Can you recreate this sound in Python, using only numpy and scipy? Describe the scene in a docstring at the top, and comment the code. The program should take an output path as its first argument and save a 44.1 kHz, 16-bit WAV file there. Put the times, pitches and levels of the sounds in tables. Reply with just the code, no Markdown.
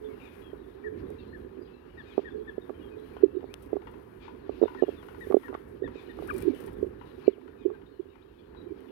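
"""From the start a town hums, a flock twitters and whistles, a dove coos and a rasp recurs about every two seconds;
from 0.84 s a near bird chirps. From 2.2 s birds peck and hop on a stone ledge, up to a squawk at 6.3 s and a burst
of feathers at 6.4 s; after a last hard thump at 7.3 s the rustle sinks. Left is an open microphone; right is
pressed to the stone, a cavity that booms near 400 Hz. Calls are pitch tracks, contacts bursts, beds coloured noise."""
import sys
import numpy as np
from scipy import signal
from scipy.fft import rfft, irfft, next_fast_len
from scipy.io import wavfile
from scipy.ndimage import uniform_filter1d, minimum_filter1d

SR = 44100
rng = np.random.default_rng(int(sys.argv[2]) if len(sys.argv) > 2 else 0)


def materialize(psi):
    """Save the field psi as 16-bit PCM at rate SR to the path in sys.argv[1].

    A 1-D psi becomes a single channel; in a 2-D psi each row is a channel.
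    """
    bounded = np.clip(np.atleast_2d(psi).T, -1, 1)
    quanta = np.round(bounded * 32767).astype(np.int16)
    wavfile.write(sys.argv[1], SR, quanta)


def rack_gain(trim_db):
    """Turn a fader trim in dB into the linear factor to multiply a signal by."""
    fader = np.asarray(trim_db, float)
    return 10 ** (fader / 20)


N = 392931


def level(x, db):
    """Set the rms level."""
    return x * rack_gain(db) / np.sqrt(np.mean(x ** 2))


def curve(table):
    """Join (time [s], value) points by straight lines, one value a sample."""
    s, value = np.transpose(table)
    return np.interp(np.arange(N) / SR, s, value)


def bouts(table, rest_db):
    """Bell-shaped swells of power over a resting level, in dB."""
    t = np.arange(N) / SR
    power = rack_gain(2 * rest_db)
    for s, half_s, db in table:
        power = power + rack_gain(2 * db) * np.exp(-((t - s) / half_s) ** 2)
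    return 10 * np.log10(power)


def noise(points, source=None):
    """White noise, or a given source, coloured by (Hz, dB) points and silent outside them."""
    size = next_fast_len(N)
    hz, db = np.transpose(points)
    log_hz = np.log(np.arange(1, size // 2 + 2) * SR / size)
    gain = rack_gain(np.interp(log_hz, np.log(hz), db, left=-200, right=-200))
    white = rng.standard_normal(N) if source is None else source
    return irfft(rfft(white, size) * gain, size)[:N]


def walk(rate_hz):
    """Random levels held 1 / rate s and slewed twice; spread near 1."""
    k = int(SR / rate_hz)
    held = np.repeat(rng.standard_normal(N // k + 1), k)
    return 4 / 3 * uniform_filter1d(uniform_filter1d(held, k), k)[:N]


def grains(rate_hz, spread_db):
    """Dense tiny contacts, most of them faint and a few sharp."""
    hit = rng.random(N) < rate_hz / SR
    return hit * rng.standard_normal(N) * rack_gain(spread_db * rng.exponential(size=N))


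def resonance(x, hz, width_hz, low=False):
    """Two-pole band-pass (peak gain 1) or low-pass (bass gain 1); no prewarp, so high tunings land lower."""
    w = 2 * np.pi * hz
    top = [w * w] if low else [2 * np.pi * width_hz, 0]
    return signal.lfilter(*signal.bilinear(top, [1, 2 * np.pi * width_hz, w * w], SR), x)


def mode(x, hz, width_hz, db):
    """One ringing mode: the band-pass applied twice."""
    return rack_gain(db) * resonance(resonance(x, hz, width_hz), hz, width_hz)


def add(track, s, piece):
    """Mix a short piece into a track at s seconds."""
    i = max(int(s * SR), 0)
    track[i:i + len(piece)] += piece[:N - i]


def echoes(x, t60_s):
    """Diffuse echo off the house fronts, its tail at unit energy."""
    t = np.arange(int(.5 * SR)) / SR
    tail = rng.standard_normal(len(t)) * np.exp(-np.log(1000) * t / t60_s) * np.clip(t / 0.0032, 0, 1)
    return signal.fftconvolve(x, tail / np.sqrt(np.sum(tail ** 2)))[:N]


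def glide(length, first_hz, last_hz, arch_hz):
    """Pitch of a straight glide with an arch in the middle, lasting 1.15 times the length given."""
    u = np.linspace(-1, 1, int(length * 1.15 * SR))
    return (first_hz + last_hz) / 2 + (last_hz - first_hz) / 2 * u + arch_hz * (1 - u * u)


def call(hz, db, octave_db=-60, fade_db=3):
    """One note along a pitch track; its octave is loudest where it meets the throat resonance."""
    throat_hz = 2460
    u = np.linspace(-1, 1, len(hz))
    phase = 2 * np.pi * np.cumsum(hz) / SR
    octave = rack_gain(-5 - 0.03 * np.abs(2 * hz - throat_hz)) + rack_gain(octave_db + 6 * u)
    envelope = (1 - u * u) ** 0.8 * rack_gain(-fade_db * u)
    return rack_gain(db + 7.0) * envelope * (np.sin(phase) + octave * np.sin(2 * phase))


# pecks and hops felt through the stone: (time [s], relative level [dB], push width [ms])
KNOCK_BLOWS = [(.532, -24.5, 0.92), (1.103, -33, 0.45), (2.1784, -7.5, 0.56), (2.1911, -19, 0.49),
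               (2.3807, -23, 2), (2.58, -16, 0.98), (2.695, -29.5, 0.18), (2.7029, -21.5, 0.81),
               (3.166, -32.5, 0.345), (3.226, -22.5, 0.72), (3.2356, 5.5, 2.36), (3.2586, -6.5, 4.8),
               (3.35, -16, 3.9), (3.3689, -9, 3.75), (3.43, -31.5, 0.44), (3.441, -26, 0.47),
               (3.7296, -11.5, .78), (3.7388, -21, 0.73), (3.7561, -16.5, 1.9), (3.7661, -18, 0.54),
               (4.4931, -17, 0.58), (4.6153, -8, .91), (4.6264, -2.5, 1.25), (4.6355, -4.5, 0.76),
               (4.6443, -17.5, 1), (4.6557, -16, 0.8), (4.823, -4, 0.78), (4.834, -8, 0.68),
               (4.8817, -18.5, 0.73), (4.8888, -15, 0.81), (5.2697, -22.5, 1.1), (5.3026, -12.5, 1.4),
               (5.3107, -19, .38), (5.3237, -27.5, .06), (5.331, -25, 0.92), (5.343, 5, 0.79),
               (5.367, -1, 0.86), (5.5275, -30.5, 0.17), (5.534, -35, .12), (5.549, -28, 0.02),
               (5.822, -14, 1.7), (5.84, -21.5, 0.83), (5.8485, -24, 1.4), (5.956, -24, 1.2),
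               (6.188, -31.5, 0.17), (6.223, -23.5, 0.48), (6.3204, -22, 2.8), (6.346, -13.5, 3.65),
               (6.397, -29, 2.2), (6.4303, -19.5, 2.3), (6.4546, -10.5, 3.7), (6.4711, -4, 3.75),
               (6.4779, 2, 3.8), (6.5012, -1, 6.5), (6.6065, -27, 1.3), (6.828, -9, 1.46),
               (6.8444, -20, 1.06), (6.8676, -20.5, 3), (7.279, 5, 1.04), (7.381, -27.5, 0.98),
               (7.652, -17.5, 1.23), (7.6582, -2.5, 3.2), (7.6785, -16.5, 1.9), (7.6925, -20, 2.3),
               (7.701, -38, .16), (7.715, -23.5, 2.3), (7.9979, -13, 3.7), (8.668, -21.5, 3.8),
               (8.7096, -16, 4.2), (8.7192, -16.5, 3.45)]
# what a hard crack rings in the stone: (tuning [Hz], width [Hz], relative level [dB])
STONE_MODES = [(720, 370, -3.5), (1131, 152, 8), (2110, 460, -10.5)]


def knocks():
    """A longer push is a lower shudder of the stone with a duller crack; a faint bounce and a tremble follow."""
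    crack_db, crack_dulls_db_per_ms_khz = 17, 45.5
    aftershake_db, aftershake_s = -43, 0.048
    t = np.arange(-400, 400) / SR
    shake, snap, blows = np.zeros(N), np.zeros((len(STONE_MODES), N)), np.zeros(N)
    for s, db, ms in KNOCK_BLOWS:
        late, turn = rng.random(2)
        bell = np.exp(-.5 * (1000 * t / max(ms, .03)) ** 2)
        shudder = rack_gain(db) * bell / bell.sum() * np.cos(2 * np.pi * (440 - 24 * ms) * t)
        add(shake, s + t[0], shudder)
        bounce = rack_gain(-28.0) * np.cos(2 * np.pi * turn) * shudder
        add(shake, s + t[0] + 0.011 + 0.0049 * late, bounce)
        grit = rng.standard_normal(len(t)) * (t > 0) * np.exp(-np.abs(t) / 0.001)
        blow = 7 * (t == 0) + 0.46 * grit
        for track, (hz, _, _) in zip(snap, STONE_MODES):
            dulling_db = crack_dulls_db_per_ms_khz * ms * hz / 1000
            add(track, s + t[0], rack_gain(db + crack_db - dulling_db) * blow)
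        add(blows, s, rack_gain(db + aftershake_db) * np.ones(1))
    crack = sum(mode(x, *row) for x, row in zip(snap, STONE_MODES))
    after = signal.lfilter([1], [1, -np.exp(-1 / (aftershake_s * SR))], blows)
    high_pass = signal.butter(2, 220, "high", fs=SR, output="sos")
    return rack_gain(30) * signal.sosfilt(high_pass, shake), crack, after


def tremble(rustle_db, after):
    """Low grains in the stone follow the birds' stirring and the fading aftershake."""
    rumbling = level(noise([(180, -20), (260, 4), (500, -4), (900, -35)], grains(1500, 2.2)), -11)
    stir = rack_gain(-52.5 + 0.35 * (rustle_db + 80) + 5.17 * walk(25))
    return rumbling * (stir + after)


# side modes of the closed port: (tuning [Hz], width [Hz], relative level [dB])
PORT_MODES = [(243.3, 96, 1.5), (735, 383, 3.5), (1150, 180, -13.5), (1790, 500, -27)]


def port(x):
    """The closed cavity in front of the right microphone: a boom, a seal against the treble, side modes."""
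    boom = resonance(x, 396.7, 70.4, low=True)
    sealed = resonance(boom, 614, 598, low=True)
    sides = [mode(x, *row) for row in PORT_MODES]
    # the two upper modes swing against the lower ones, which leaves a gap near 1 kHz
    return sealed + sides[0] + sides[1] - sides[2] - sides[3]


# startled squawk at the phone: (time [s], pitch [Hz])
SQUAWK_PITCH = [(6.281, 1022), (6.297, 1760), (6.302, 1560), (6.306, 1250), (6.315, 1150), (6.326, 1210)]


def squawk():
    """Pitch leaps up, falls and levels off, with a jittery level and no echo."""
    s, hz = np.transpose(SQUAWK_PITCH)
    note = call(np.interp(np.arange(s[0], s[-1], 1 / SR), s, hz), -38.5)
    track = np.zeros(N)
    add(track, s[0], note * rack_gain(4.5 * np.linspace(-1, 1, len(note))))
    return track * rack_gain(3.3 * walk(300))


# claw ticks and feather strokes close by: (time [s], relative level [dB], decay constant [ms])
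TICK_STROKES = [(1.103, -53, 2.2), (2.9961, -66, 8), (3.5409, -27.5, 0.4), (3.6229, -56.5, 16),
                (3.6601, -54, 1.8), (3.913, -63.5, 7.7), (4.6353, -60, 1.5), (4.7957, -60.5, 3.6),
                (5.2004, -59.5, 12), (5.6785, -65.5, 26), (6.1718, -60, 2.1), (6.2402, -61, 2),
                (6.2734, -49.5, 10), (6.3048, -50.5, 3.3), (6.337, -50, 14), (6.363, -46, 5.6),
                (6.3798, -40.5, 6.2), (6.402, -51.5, 20), (6.424, -38, 1.4), (6.545, -56.5, 17),
                (6.6029, -49.5, 7.4), (6.6602, -53, 13), (6.7286, -58.5, 9), (7.0728, -64.5, 4)]


def ticks():
    """Snap plus noise burst: short ones broad, long ones thin; dulled around 7 kHz and at the top."""
    track, t = np.zeros(N), np.arange(2600) / SR
    for s, db, fade_ms in TICK_STROKES:
        burst = rng.standard_normal(len(t))
        thin = burst - min(fade_ms / 4, .95) * uniform_filter1d(burst, size=5)
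        snap = .5 / fade_ms * np.sin(2 * np.pi * 3300 * t) * np.exp(-t / .0003)
        envelope = np.exp(-t / (fade_ms / 1000)) * np.minimum(t / (fade_ms / 8000), 1)
        add(track, s, rack_gain(db + 3) * (thin + snap) * envelope)
    dip = resonance(track, 7500, 2500)
    return resonance(track - 0.78 * dip, 16000, 20000, low=True)


# movement of the birds on the ledge: (time [s], relative level [dB])
BRUSH_LEVEL = [(0, -79), (.35, -73.5), (.8, -81), (1.07, -77), (1.8, -86), (2.6, -77.5), (3.15, -75.5),
               (3.3, -82), (3.7, -76), (4.3, -82), (5.1, -73.5), (5.4, -65), (5.8, -82), (6.15, -72),
               (6.42, -59.5), (6.5, -74), (6.6, -65), (6.9, -79), (7.25, -78.5), (8.2, -99), (8.91, -79)]


def brushing_db():
    """How much the birds on the ledge move."""
    return curve(BRUSH_LEVEL)


# feather colour: (frequency [Hz], relative level [dB])
RUSTLE_COLOUR = [(300, 3.5), (2000, 9), (5000, -7), (7800, -13), (9500, -4), (11500, -2), (14000, -5),
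                 (16000, -13)]


def feathers(rustle_db):
    """Feathers brush in quick strokes made of fine grains."""
    return level(noise(RUSTLE_COLOUR, grains(9000, 1.9)), 8.2) * rack_gain(rustle_db + 2.0 * walk(22))


# scuffle colour: (frequency [Hz], relative level [dB])
SCUFFLE_COLOUR = [(150, -11.5), (400, -3.5), (750, 0), (1000, 2.5), (1350, -1), (1750, -1.5), (2200, -12.5),
                  (4000, -37)]


def scuffle(rustle_db, twitter_db):
    """Mid-band noise of feet, rising with the rustle and with bouts in the flock."""
    feet_db = -67 + 0.32 * (rustle_db + 80)
    squabble_db = twitter_db - 1
    scuffle_db = 10 * np.log10(rack_gain(2 * feet_db) + rack_gain(2 * squabble_db))
    return level(noise(SCUFFLE_COLOUR), 7.38) * rack_gain(scuffle_db + 1.1 * walk(30))


# falling chirp of one near bird:
# (nominal start [s], nominal length [s], top of fall [Hz], relative level [dB], octave as the head turns [dB])
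CHIRP_NOTES = [(0.84, 0.049, 2004, -47.5, -53), (1.329, 0.039, 1946, -49.5, -45),
               (1.974, 0.043, 1984, -49.5, -17), (2.247, 0.048, 1983, -48, -23),
               (2.471, 0.034, 1920, -46, -22), (4.773, .04, 1990, -49.5, -32),
               (5.209, 0.041, 2040, -47, -19), (5.439, 0.053, 1996, -45.5, -35),
               (5.834, 0.04, 1980, -51, -14.5), (6.089, .03, 1990, -53, -13)]


def chirps():
    """A chirp scoops up from below, then falls steadily."""
    scoop_s, scoop_hz, fall_hz_per_nominal_s = .0035, 600, 8500
    notes = []
    for s, length, top_hz, db, octave_db in CHIRP_NOTES:
        hz = glide(length, top_hz, top_hz - fall_hz_per_nominal_s * length, 0)
        hz = hz - scoop_hz * np.exp(-np.arange(len(hz)) / (scoop_s * SR))
        notes.append((s, db, call(hz, db, octave_db, fade_db=1.5)))
    return notes


# whistles of other birds:
# (nominal start [s], nominal length [s], first pitch [Hz], last pitch [Hz], relative level [dB])
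WHISTLE_NOTES = [(0.092, 0.053, 2240, 2100, -66), (0.045, 0.037, 3600, 3270, -68),
                 (0.421, 0.1, 3350, 3100, -66.5), (2.1, .05, 3600, 2750, -66),
                 (2.304, .03, 3600, 3220, -67), (2.61, 0.044, 3730, 3500, -71.5),
                 (1.118, .022, 2540, 1660, -68), (1.182, 0.055, 2720, 2600, -68.5),
                 (1.186, 0.027, 3980, 3350, -66.5), (1.28, 0.084, 4040, 4200, -75),
                 (1.605, 0.085, 4780, 4800, -81), (1.644, .22, 2470, 2780, -76),
                 (1.722, .08, 4150, 3820, -80.5), (2.8, 0.048, 2930, 2740, -67),
                 (2.819, 0.082, 3320, 3040, -68.5), (2.91, .056, 2520, 2390, -66.5),
                 (3.49, 0.057, 2110, 2770, -67), (4.63, 0.046, 3810, 3420, -64),
                 (4.819, 0.036, 2950, 2700, -61), (4.961, 0.065, 3680, 3080, -66),
                 (7.244, 0.037, 4240, 4080, -67), (7.32, 0.054, 3700, 1930, -65.5),
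                 (7.859, .03, 3540, 3770, -73), (7.612, 0.066, 3600, 2450, -73.5),
                 (7.74, .025, 1580, 1530, -60), (8.213, .03, 2900, 4570, -74.5),
                 (8.368, .055, 3250, 5050, -84), (8.56, .08, 3840, 3860, -68)]


def whistles():
    """Glides whose middle sits 1.5 % above the straight line."""
    return [(s, db, call(glide(length, first, last, .015 * (first + last) / 2), db))
            for s, length, first, last, db in WHISTLE_NOTES]


# far dove: (nominal start [s], nominal length [s], relative level [dB])
COO_NOTES = [(0, .16, -55.5), (0.838, .11, -52.5), (2.341, .1, -53), (2.911, .16, -60),
             (7.662, .092, -57.5)]


def coos():
    """Low notes at 425 Hz, arched by 5.5 Hz."""
    return [(s, db, call(glide(length, 425, 425, 5.5), db)) for s, length, db in COO_NOTES]


def birds():
    """Loud calls are near and mostly direct; faint ones come from afar, flickering faster and with more echo."""
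    near, far = np.zeros(N), np.zeros(N)
    for s, db, note in chirps() + whistles() + coos():
        nearness = np.clip((db + 71.5) / 20, 0, 1)
        start_s = s - .065 * len(note) / SR
        add(near, start_s, nearness * note)
        add(far, start_s, (1 - nearness) * note)
    near, far = near * rack_gain(3.3 * walk(200)), far * rack_gain(3.2 * walk(350))
    return near + rack_gain(-10) * echoes(near, .45) + far + rack_gain(-8) * echoes(far, .3)


# larger bird further off: (start [s], nominal length [s], relative level [dB])
RASP_NOTES = [(0.204, 0.083, -61.5), (2.051, 0.085, -64), (4.207, 0.071, -64.5), (5.941, 0.064, -61.5),
              (7.562, 0.093, -71)]
# its overtones: (multiple of the pitch, relative level [dB])
RASP_PARTIALS = [(1, -13), (2, 4), (3, -3.5), (4, -18.5), (5, -22.5), (6, -22)]


def rasps():
    """A shaky arched pitch with strong overtones, half lost in echo."""
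    track, shaky = np.zeros(N), walk(500)
    for s, length, db in RASP_NOTES:
        hz = glide(length, 1170, 960, 170)
        jitter = .015 * shaky[int(s * SR):][:len(hz)]
        phase = 2 * np.pi * np.cumsum(hz * (1 + jitter)) / SR
        tone = sum(rack_gain(d) * np.sin(k * phase) for k, d in RASP_PARTIALS)
        add(track, s, rack_gain(db + 2) * np.hanning(len(hz)) ** 0.32 * tone)
    track = track * rack_gain(2.1 * walk(300))
    return track + rack_gain(-3) * echoes(track, 0.84)


# dull clacks further off: (time [s], relative level [dB])
CLACK_HITS = [(0.2134, -51), (3.1656, -46.5), (3.406, -51), (3.8182, -48), (3.8706, -42.5), (3.937, -49),
              (4.2795, -45), (4.622, -45.5), (4.679, -42), (4.7461, -41.5), (5.0266, -45), (5.0844, -43),
              (5.145, -47.5), (5.4314, -42.5), (5.4812, -39.5), (5.541, -39), (5.876, -42.5),
              (6.6776, -43.5), (7.012, -47), (7.413, -51), (7.4774, -49), (7.75, -54.5), (7.817, -54),
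              (8.1538, -53), (8.5457, -52)]
# what they ring: (tuning [Hz], width [Hz], relative level [dB])
CLACK_RINGING = [(519, 140, -8.5), (979, 230, 5.5), (1410, 300, 0.5), (1790, 350, -5), (2670, 690, -12)]


def clacks():
    """Each clack is a short rattle that rings broad modes, then echoes."""
    rattle, t = np.zeros(N), np.arange(int(0.055 * SR)) / SR
    for s, db in CLACK_HITS:
        add(rattle, s, rack_gain(db + 18.0) * rng.standard_normal(len(t)) * np.exp(-t / 0.006))
    track = sum(mode(rattle, *row) for row in CLACK_RINGING)
    return track + rack_gain(-3) * echoes(track, .3)


# bouts in the flock further off: (middle [s], half length [s], relative level [dB])
CHATTER_BOUTS = [(.2, 0.16, -72), (1.0, 0.022, -67.5), (1.2, 0.11, -74.5), (2.12, 0.16, -68),
                 (3.1, 0.11, -70.5), (4.25, 0.032, -65), (4.72, 0.21, -66.5), (6.0, 0.059, -67),
                 (6.4, 0.21, -65.5), (7.1, 0.092, -70), (7.26, 0.054, -67), (8.86, 0.15, -77)]


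def chatter_db():
    """Bouts of chatter over a resting level that sinks 0.23 dB each second."""
    return bouts(CHATTER_BOUTS, -76 - 0.23 * np.arange(N) / SR)


# twitter colour: (frequency [Hz], relative level [dB])
TWITTER_COLOUR = [(1500, -13.5), (2400, 3), (3600, -4), (4600, -6.5), (6000, -18.5), (8000, -29)]


def twitter(twitter_db):
    """The blurred flock as flickering coloured noise."""
    return level(noise(TWITTER_COLOUR), 2.5) * rack_gain(twitter_db + 1.6 * walk(34))


def chorus():
    """Many small birds all over the town, hoarse, overlapping and half lost in echo."""
    song = np.zeros(N)
    for when, length, pitch, bend, size in rng.random((520, 5)):
        hz = 2200 + 1900 * pitch
        first_hz, last_hz = hz * (1.2 - 0.22 * bend), hz * (.78 + 0.22 * bend)
        track_hz = glide(.012 + 0.043 * length, first_hz, last_hz, .03 * hz)
        add(song, when * N / SR, call(track_hz, -13 * size - 8 * pitch))
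    song = song * rack_gain(5 * walk(400))
    return .7 * song + echoes(song, .3)


# traffic: (time [s], relative level [dB])
TRAFFIC_LEVEL = [(0, -55), (1.5, -57), (4.5, -55.5), (7.1, -55), (7.4, -60), (8.91, -59.5)]
# air from wings and wind: (middle [s], half length [s], relative level [dB])
AIR_PUFFS = [(1.01, 0.11, -48.5), (5.5, 0.04, -49.5), (5.86, 0.042, -48.5), (6.33, 0.1, -46.5),
             (6.65, 0.082, -53)]
# rumble colour: (frequency [Hz], relative level [dB])
RUMBLE_COLOUR = [(25, -24.5), (36, -12), (44, 2.5), (80, 1.5), (130, -4.5), (250, -6.5), (500, -8.5),
                 (900, -55.5)]


def hum():
    """Low traffic noise, swelled by puffs of air."""
    rumble_db = bouts(AIR_PUFFS, curve(TRAFFIC_LEVEL))
    return level(noise(RUMBLE_COLOUR), 0.38) * rack_gain(rumble_db + 2.67 * walk(8))


def scene():
    """Open port left, closed port right; the rumble and the calls reach both, the rest differs."""
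    rustle_db, twitter_db = brushing_db(), chatter_db()
    shake, crack, after = knocks()
    stone = shake + tremble(rustle_db, after)
    left_air, right_air = (feathers(rustle_db) + scuffle(rustle_db, twitter_db) + twitter(twitter_db)
                           for _ in range(2))
    calls = squawk() + birds() + rasps()
    small = ticks() + clacks() + level(chorus(), 3.7) * rack_gain(twitter_db)
    shared_hum, right_hum = hum(), hum()
    # shared sound reaches the right port 4 samples later
    late = np.roll(shared_hum + calls + rack_gain(-12.5) * small, 4)
    right = port(late + rack_gain(-9.5) * right_hum + rack_gain(-11) * right_air + stone) + crack
    return np.array([shared_hum + left_air + calls + small, right])


def roll_off(x):
    """The treble ends steeply here."""
    return signal.sosfilt(signal.butter(12, 16460, fs=SR, output="sos"), x)


# self-noise ahead of the limiter: (frequency [Hz], density [dB per Hz])
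HISS_DENSITY = [(200, -120), (5000, -126), (8000, -127), (11000, -122), (16000, -123)]


def record(dry):
    """Self-noise, then a limiter that ducks both channels at the hardest knocks and lets go slowly."""
    hiss = np.array([noise(HISS_DENSITY), noise(HISS_DENSITY)]) * np.sqrt(SR / 2)
    peak = -minimum_filter1d(-np.abs(dry).max(axis=0), size=256)
    cut_db = np.maximum(20 * np.log10(peak / rack_gain(-2.5) + 1e-9), 0) * .9
    # the cut falls back at 14 dB/s
    fall_db = 14 * np.arange(N) / SR
    held_db = np.maximum.accumulate(cut_db + fall_db) - fall_db
    gain = rack_gain(-uniform_filter1d(held_db, size=128))
    mix = (dry * rack_gain(1.5) + hiss) * gain
    return roll_off(mix)


dry = scene()
out = record(dry)
materialize(out)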